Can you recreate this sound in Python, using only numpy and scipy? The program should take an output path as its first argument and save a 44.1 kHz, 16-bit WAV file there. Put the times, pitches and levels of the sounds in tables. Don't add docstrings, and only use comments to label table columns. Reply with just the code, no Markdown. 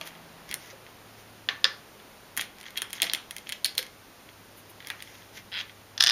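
import sys
import numpy as np
from scipy import signal
from scipy.fft import rfft, irfft, next_fast_len
from scipy.io import wavfile
from scipy.ndimage import map_coordinates

SR = 44100
rng = np.random.default_rng(int(sys.argv[2]) if len(sys.argv) > 2 else 0)


def ratio_of_db(decibels):
    return 10 ** (np.asarray(decibels, float) / 20)


def wrap_up_sound(samples):
    columns = np.atleast_2d(samples).T
    tamed = np.clip(columns, -1, 1)
    steps = np.round(tamed * 32767).astype(np.int16)
    wavfile.write(sys.argv[1], SR, steps)


N = 269499

TRAY_HZ, TRAY_SPREAD = 3250, .02


def unit(x):
    return x / np.sqrt(np.mean(x ** 2) + 1e-20)


def along(points, hz):
    f, v = np.transpose(points)
    return np.interp(np.log(hz + 1), np.log(f + 1), v)


def curves(points):
    s, *columns = np.transpose(points)
    t = np.arange(N) / SR
    return [np.interp(t, s, c, left=-200, right=-200) for c in columns]


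def wobble(rate):
    knots = rng.standard_normal(int(N * rate / SR) + 4)
    return map_coordinates(knots, [np.arange(N) * rate / SR])


def filtered(x, response):
    m = next_fast_len(len(x) + 8192)
    return irfft(rfft(x, m) * response(np.fft.rfftfreq(m, 1 / SR)), m)[:len(x)]


def coloured(spectrum, grain_db=0):
    noise = rng.standard_normal(N) * ratio_of_db(grain_db * wobble(900))
    points = [(11.0, -68.0)] + list(spectrum) + [(22000, -101.5)]
    return unit(filtered(noise, lambda hz: ratio_of_db(along(points, hz))))


def ring(modes, t, spread, scatter_db, chatter=.002):
    hz, t60, db = np.transpose(modes)[:, :, None]
    chance = rng.standard_normal((2, len(modes), 1))
    decay = ratio_of_db(db + scatter_db * chance[0] - 60 * t / t60)
    x = np.sum(decay * np.sin(2 * np.pi * hz * (1 + spread * chance[1]) * t), 0)
    force = rng.standard_normal(len(t)) * (1 - np.exp(-t / 0.0003)) * np.exp(-(t / chatter) ** 2)
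    soft = (1 - np.exp(-t / 0.00028)) ** 2
    x = signal.fftconvolve(x * soft, force)[:len(t)]
    return x / np.linalg.norm(x)


def knocks(table, low_modes, upper_modes, crack_colour, crack_t60, level_db, damping=1):
    bright_db = -38
    out, t = np.zeros((2, N + SR)), np.arange(SR // 40) / SR
    hiss_source = coloured(crack_colour)
    for s, db, low_db, upper_db, crack_db, main_hz in table:
        start = round(s * SR)
        main_modes = [(main_hz, .006, 0), (.86 * main_hz, .005, -6), (1.14 * main_hz, .005, -6)]
        wood = 0
        for modes, group_db in [(main_modes, 0), (low_modes, low_db), (upper_modes, upper_db)]:
            damped = np.array(modes) / [1, damping, 1]
            wood = wood + ratio_of_db(group_db) * ring(damped, t, 0.014095, 2, chatter=0.0003)
        crack = hiss_source[min(start, N - len(t)):][:len(t)]
        crack = crack * ratio_of_db(-60 * t / crack_t60) * (1 - np.exp(-t / 0.0005))
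        crack = ratio_of_db(db + crack_db + level_db) * crack / np.linalg.norm(crack)
        out[0, start:][:len(t)] += ratio_of_db(db + level_db) * wood
        out[int(db + crack_db > bright_db), start:][:len(t)] += crack
    low_cut = signal.butter(3, 650, "high", fs=SR, output="sos")
    return signal.sosfilt(low_cut, out[:, :N])


def linger(x, modes, level_db):
    def slab(f):
        total = 0
        for hz, t60, db in modes:
            width = np.log(1000) / (np.pi * t60)
            resonance = 1j * f / (hz * hz - f * f + 1j * f * width)
            total = total + ratio_of_db(db) * np.sqrt(1000 * width) * resonance
        return total
    return x + [ratio_of_db(level_db) * filtered(x[0], slab), 0 * x[1]]


def rows(*columns):
    return np.column_stack(np.broadcast_arrays(*columns))


def hum():
    # t/s, f/Hz, level/dB
    lower_tone = [(0.0, 113.1, -76), (0.82, 107.9, -61.5), (1.77, 106.5, -63), (1.89, 112.4, -78.5),
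                  (2.11, 103.4, -76), (5.04, 102.5, -62), (6.11, 100.7, -61)]
    upper_tone = [(0.0, 166.2, -59.5), (0.314, 163.8, -59), (0.55, 165.6, -70)]
    total = 0
    for points in (lower_tone, upper_tone):
        hz, db = curves(points)
        level = np.sqrt(2) * ratio_of_db(db + 0.77 * wobble(3.77))
        total = total + level * np.sin(2 * np.pi * np.cumsum(hz) / SR)
    return total


def room_air():
    # t/s, level/dB
    air_level = [(0.0, -49.5), (0.97, -54.5), (5.9, -59.5), (6.11, -44)]
    # f/Hz, level/dB per Hz
    air_colour = [(150, -11), (400, -10.5), (800, -6), (1500, -10), (4000, -17.5)]
    return ratio_of_db(curves(air_level)[0] - 3) * coloured(air_colour)


def microphone_hiss():
    # f/Hz, level/dB per Hz
    hiss_colour = [(12, -57), (20, -18.5), (103, -14), (207, -12.5), (504, -14.5), (563, -14), (612, -16),
                   (15400, -31)]
    return ratio_of_db(-54 + 1.5 + 0.2805 * wobble(3.29)) * coloured(hiss_colour)


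def fingers():
    # middle t/s, length/s, wood level/dB, skin and glass level/dB
    rubs = [(0.027, 0.039, -49, -62.5), (0.071, 0.051, -44.5, -47), (0.505, 0.058, -47.5, -61.5),
            (0.65, 0.18, -53, -59.5), (0.709, 0.025, -50, -65.5), (1.2, .08, -58, -61),
            (2.406, 0.072, -43, -51), (2.605, 0.0814, -60, -70), (2.671, 0.045, -49, -66.5),
            (2.775, 0.02823, -45, -50), (2.96, 0.078, -46, -55), (3.051, 0.095, -42.5, -50),
            (3.482, 0.0393, -53, -64), (3.655, 0.02, -34, -30), (3.789, 0.033, -38, -34.5),
            (4.585, 0.053, -63, -52), (4.704, 0.035, -63, -51), (4.892, 0.112, -58, -60),
            (5.11, 0.45, -55.5, -64), (5.37, 0.096, -50, -56.5), (5.374, 0.016, -46, -68.5),
            (2.445, 0.03503, -52, -58.5), (3.15, 0.0475, -59.5, -53), (5.601, 0.057, -44.5, -59)]
    # f/Hz, level/dB per Hz
    wood_colour = [(900, -30.5), (1500, -7), (2100, -1), (2700, -8), (3250, -5), (4300, -10), (6500, -5.5)]
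    skin_colour = [(3000, 7), (6000, -24), (10000, 6), (13000, 5.5), (16000, 2)]
    middle, length, wood_db, skin_db = np.transpose(rubs)
    phase = (np.arange(N)[:, None] / SR - middle) / (1.23 * length)
    swell = np.cos(np.pi * np.clip(phase, -.5, .5)) ** 2
    wood, skin = coloured(wood_colour, grain_db=2), coloured(skin_colour, grain_db=3.5)
    return swell @ ratio_of_db(wood_db) * wood + swell @ ratio_of_db(skin_db) * skin


def thumps():
    # t/s, level/dB, f/Hz
    low_knocks = [(.0115, -33, 908.4), (0.501, -39, 220), (.73, -41, 530.3), (1.488, -32, 800),
                  (1.644, -33.5, 544.4), (2.379, -38, 204), (2.82, -43, 413), (3.029, -35, 500),
                  (3.05, -41.5, 200), (3.14, -44, 494.8), (2.4, -46, 600.3), (3.789, -38.5, 405),
                  (5.37, -44.5, 287.4), (6.007, -37, 590), (6.04, -33, 1000)]
    out, t = np.zeros(N + SR), np.arange(SR // 8) / SR
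    for s, db, hz in low_knocks:
        t60 = 17 / hz
        modes = [(hz, t60, 0), (1.274 * hz, t60, -4), (0.734 * hz, t60, -5)]
        body = ring(modes, t, 0.028, 2.2, chatter=1.33 / hz)
        out[round(s * SR):][:len(t)] += ratio_of_db(db + 17.5) * body
    return out[:N]


def in_tray(table, hz):
    s, db, low_db, crack_db = np.transpose(table)
    chance = rng.standard_normal((len(s), 2))
    upper_db = -8 + 2.5 * chance[:, 0]
    return rows(s, db, low_db, upper_db, crack_db, hz * (1 + TRAY_SPREAD * chance[:, 1]))


def ticks(table, low_db, upper_db, crack_db):
    s, db = np.transpose(table)
    hz = TRAY_HZ * (1 + 2 * TRAY_SPREAD * rng.standard_normal(len(s)))
    return rows(s, db, low_db, upper_db, crack_db, hz)


def dark_gems():
    # t/s, main level/dB, low ring re main/dB, glass crack
    # re main/dB
    tray_hits = [(.0122, -26, -32, -9.5), (.5127, -30.5, 3, 1.5), (.5264, -32, 3.5, -8),
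                 (.5414, -35.5, 8, 18), (2.3671, -36, -1.5, 10), (2.3744, -21, 1.5, 3.5), (2.379, -35, 1, 13),
                 (2.3945, -21, -0.5, -26), (2.4113, -27.5, -4, 7), (2.4202, -33.5, 6.5, -7),
                 (2.7707, -30, -1, -14.5), (2.7741, -18.5, -13, -4.5), (2.781, -27, -9, -2),
                 (2.8192, -19.5, -5.5, 0), (2.9302, -28, -7, 5), (2.9338, -34, 1, 1),
                 (3.001, -26.5, -1.5, -26.5), (3.019, -11, -24.5, 0), (3.024, -21, -0.5, -20),
                (3.0298, -19.5, -8, 0), (3.068, -28, 2, -18), (3.1159, -31, -5, -25.5),
                (3.1346, -15.5, -9, 0), (3.1479, -21.5, -4.5, -5), (3.3089, -29.5, -6, 3.5),
                (3.365, -32.5, -1, 4.5), (3.3826, -35, -6, 2), (3.4702, -31.5, -19, -26),
                (3.492, -29.5, -3, 2.5), (3.4971, -30, -1, -3.5), (3.5226, -23, -8, -0.5),
                (3.526, -26, -8, -12), (3.6534, -21, -13, -12), (3.7901, -22, -2, -10), (3.8274, -34, 1, 2)]
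    rim = [
        (2.768, -39, 2.5, -8.5),
        (3.0411, -25.5, 2, -3),
        (3.0975, -21, -8, -22),
        (3.6452, -10.5, -40, -4.5),
        (3.6596, -17.5, -23, -6),
        (3.7795, -13.5, -28, -1.5),
    ]
    # t/s, level/dB
    on_glass = [(.074, -39), (.4911, -43), (2.4078, -35), (2.5847, -46), (2.6016, -46.5), (2.6115, -42),
                (2.6298, -45), (2.7058, -44.5), (2.8258, -39), (2.8999, -48), (2.9051, -41), (3.157, -38),
                (3.7518, -40), (3.8658, -46), (4.871, -34), (4.8849, -43), (4.889, -53)]
    on_wood = [(.1051, -45), (.152, -44), (.5231, -38), (.7013, -44), (.8654, -43), (2.4036, -46),
               (2.6395, -40), (2.6557, -39), (2.6639, -36), (2.6833, -39), (2.7572, -36), (2.9815, -36),
               (3.074, -34), (3.4642, -47), (3.7759, -44), (4.2896, -42), (4.8035, -36.5), (4.825, -44),
               (4.8473, -40), (4.863, -42), (4.9168, -41), (4.9929, -47), (5.004, -38), (5.0744, -42.5),
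               (5.1432, -50), (5.152, -46), (5.222, -45.5), (5.3795, -39), (5.6958, -39.5)]
    return np.vstack([in_tray(tray_hits, TRAY_HZ), in_tray(rim, 4270),
                      ticks(on_glass, low_db=0, upper_db=-3, crack_db=3.6),
                      ticks(on_wood, low_db=0, upper_db=-12, crack_db=-17)])


def gem_set_down():
    # t/s, main level/dB, low, upper and crack rings re main/dB
    landings = [
        (1.4878, -12, -3.5, -12.5, -26.5),
        (1.6421, -17.5, -28, -10, -22),
        (1.6431, -6, -10, -2, -16),
        (1.6518, -15, -1, -2, -31),
        (1.9995, -43, -2, -18.5, -17.5),
    ]
    return rows(*np.transpose(landings), 3500)


def drag(count=19):
    start_s, end_s = 5.518, 5.609
    k, chance = np.arange(count), rng.standard_normal((count, 2))
    jitter = .17 * chance[:, 0] * (k > 0)
    s = start_s + (end_s - start_s) * (k + jitter) / (count - 1)
    db = -35 + 10 * np.sqrt(k / count) + 1.6 * chance[:, 1]
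    return rows(s, db, -6, -13, -27, TRAY_HZ)


def pale_gem():
    # t/s, main level/dB, low, upper and crack rings re main/dB
    picks = [
        (4.9015, -22.5, -4, -20, -9),
        (5.0234, -35, -2.5, -5, 3.5),
    ]
    return np.vstack([rows(*np.transpose(picks), 2900), drag()])


def gem_rocking():
    # t/s, main level/dB, crack re main/dB
    taps = [(5.9776, -23, -18), (5.9998, -31, -14), (6.0034, -17, -14), (6.0068, -7.5, -12),
            (6.0244, -11, -8), (6.0378, -10, -3), (6.0452, -18, -22), (6.063, -12.5, -18),
            (6.0705, -10.5, -10), (6.079, -14, -22), (6.0906, -13, -16), (6.0972, -13, -8),
            (6.1066, -15, -20)]
    s, db, crack_db = np.transpose(taps)
    return rows(s, db, -7, 0, crack_db, 3500)


def gems(contacts, damping, linger_db):
    # f/Hz, t60/s, level/dB
    tray_low = [(1240, 0.0036, -1), (1560, 0.0037, -15), (1974, 0.0062, 13), (2106, 0.0032, 19)]
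    tray_upper = [(4370, 0.0027, 15), (4950, 0.0038, 10.5), (5463, 0.0044, 6), (6790, .004, -24.5)]
    pale_upper = [(4200, 0.00531, -5), (4950, 0.0062, 9), (6090, 0.00344, -24)]
    board_low = [(764.2, 0.013, -31), (1146.8, 0.008585, -28), (1780, 0.008707, 24.5),
                 (2437, 0.00513, -12.5), (2610, 0.0019, 25.5)]
    board_upper = [(4345, 0.0038, 5.5), (5050, 0.0051, 13.5), (5650, 0.0084, 0.5), (7100, 0.002083, -12)]
    # f/Hz, t60/s, level/dB
    tray_linger = [(2128, .05, -14), (3270, .05, -11), (4270, .05, -13)]
    board_linger = [(1133, .06, -11), (1758, .12, -13), (2790, .1, -12), (5300, .06, -16)]
    # f/Hz, level/dB per Hz
    glass_crack = [(7500, -4), (9300, -0.5), (12500, -5), (16500, -20)]
    wood_tap = [(7500, -0.5), (9300, -2.5), (11000, -9.5), (14500, -11), (16000, -31)]
    dark_rows, pale_rows, landing_rows, rocking_rows = contacts
    dark = knocks(dark_rows, tray_low, tray_upper, glass_crack, 0.005007, level_db=14.5, damping=damping)
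    pale = knocks(pale_rows, tray_low, pale_upper, glass_crack, 0.00695, level_db=15.5, damping=damping)
    board = knocks(landing_rows, board_low, board_upper, wood_tap, 0.01, level_db=14, damping=damping)
    rocking = knocks(rocking_rows, board_low, board_upper, wood_tap, 0.008, level_db=14.5, damping=damping)
    return linger(dark, tray_linger, linger_db) + pale + linger(board, board_linger, linger_db) + rocking


def room(x, block=SR // 4):
    # f/Hz, t60/s
    room_decay = [(300, 0.56), (2000, 0.29), (5500, 0.28), (14000, 0.16)]
    out = np.zeros(N + SR)
    for start in range(0, N, block):
        hz, t, z = signal.stft(rng.standard_normal(SR // 2), SR, nperseg=128)
        decay = ratio_of_db(-60 * t / along(room_decay, hz)[:, None])
        tail = signal.istft(z * decay, SR, nperseg=128)[1]
        tail[:600] *= 1 + 0.851 * np.linspace(1, 0, 600)
        wet = signal.fftconvolve(x[start:start + block], tail / np.linalg.norm(tail))
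        out[start + 90:][:len(wet)] += wet
    return out[:N]


def scene():
    # f/Hz, level/dB
    side_colour = [(500, 4), (1500, 2), (3300, -2), (5500, -5), (9000, -2.5), (15000, -6)]
    contacts = dark_gems(), pale_gem(), gem_set_down(), gem_rocking()
    plain, bright = gems(contacts, damping=0.7, linger_db=-9)
    hand = thumps() + fingers()
    side_gems = np.sum(gems(contacts, damping=2.5, linger_db=0.5), axis=0)
    sideways = filtered(side_gems + hand, lambda hz: ratio_of_db(along(side_colour, hz)))
    background = hum() + room_air() + microphone_hiss()
    faint = plain + hand + ratio_of_db(-5.5) * room(sideways) + background
    audible = lambda hz: (hz < 7700) | ((hz > 8050) & (hz < 15480))
    return (bright + filtered(faint, audible))[None]


def low_pass(x):
    return signal.sosfilt(signal.butter(12, 17010, fs=SR, output="sos"), x)


def record(dry):
    centre, width = 7853, 880

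    def notch(f):
        off_centre = centre ** 2 - f * f
        return (off_centre / (off_centre + 1j * f * width)) ** 2
    mix = filtered(dry[0], notch)[None]
    return low_pass(mix)


dry = scene()
out = record(dry)
wrap_up_sound(out)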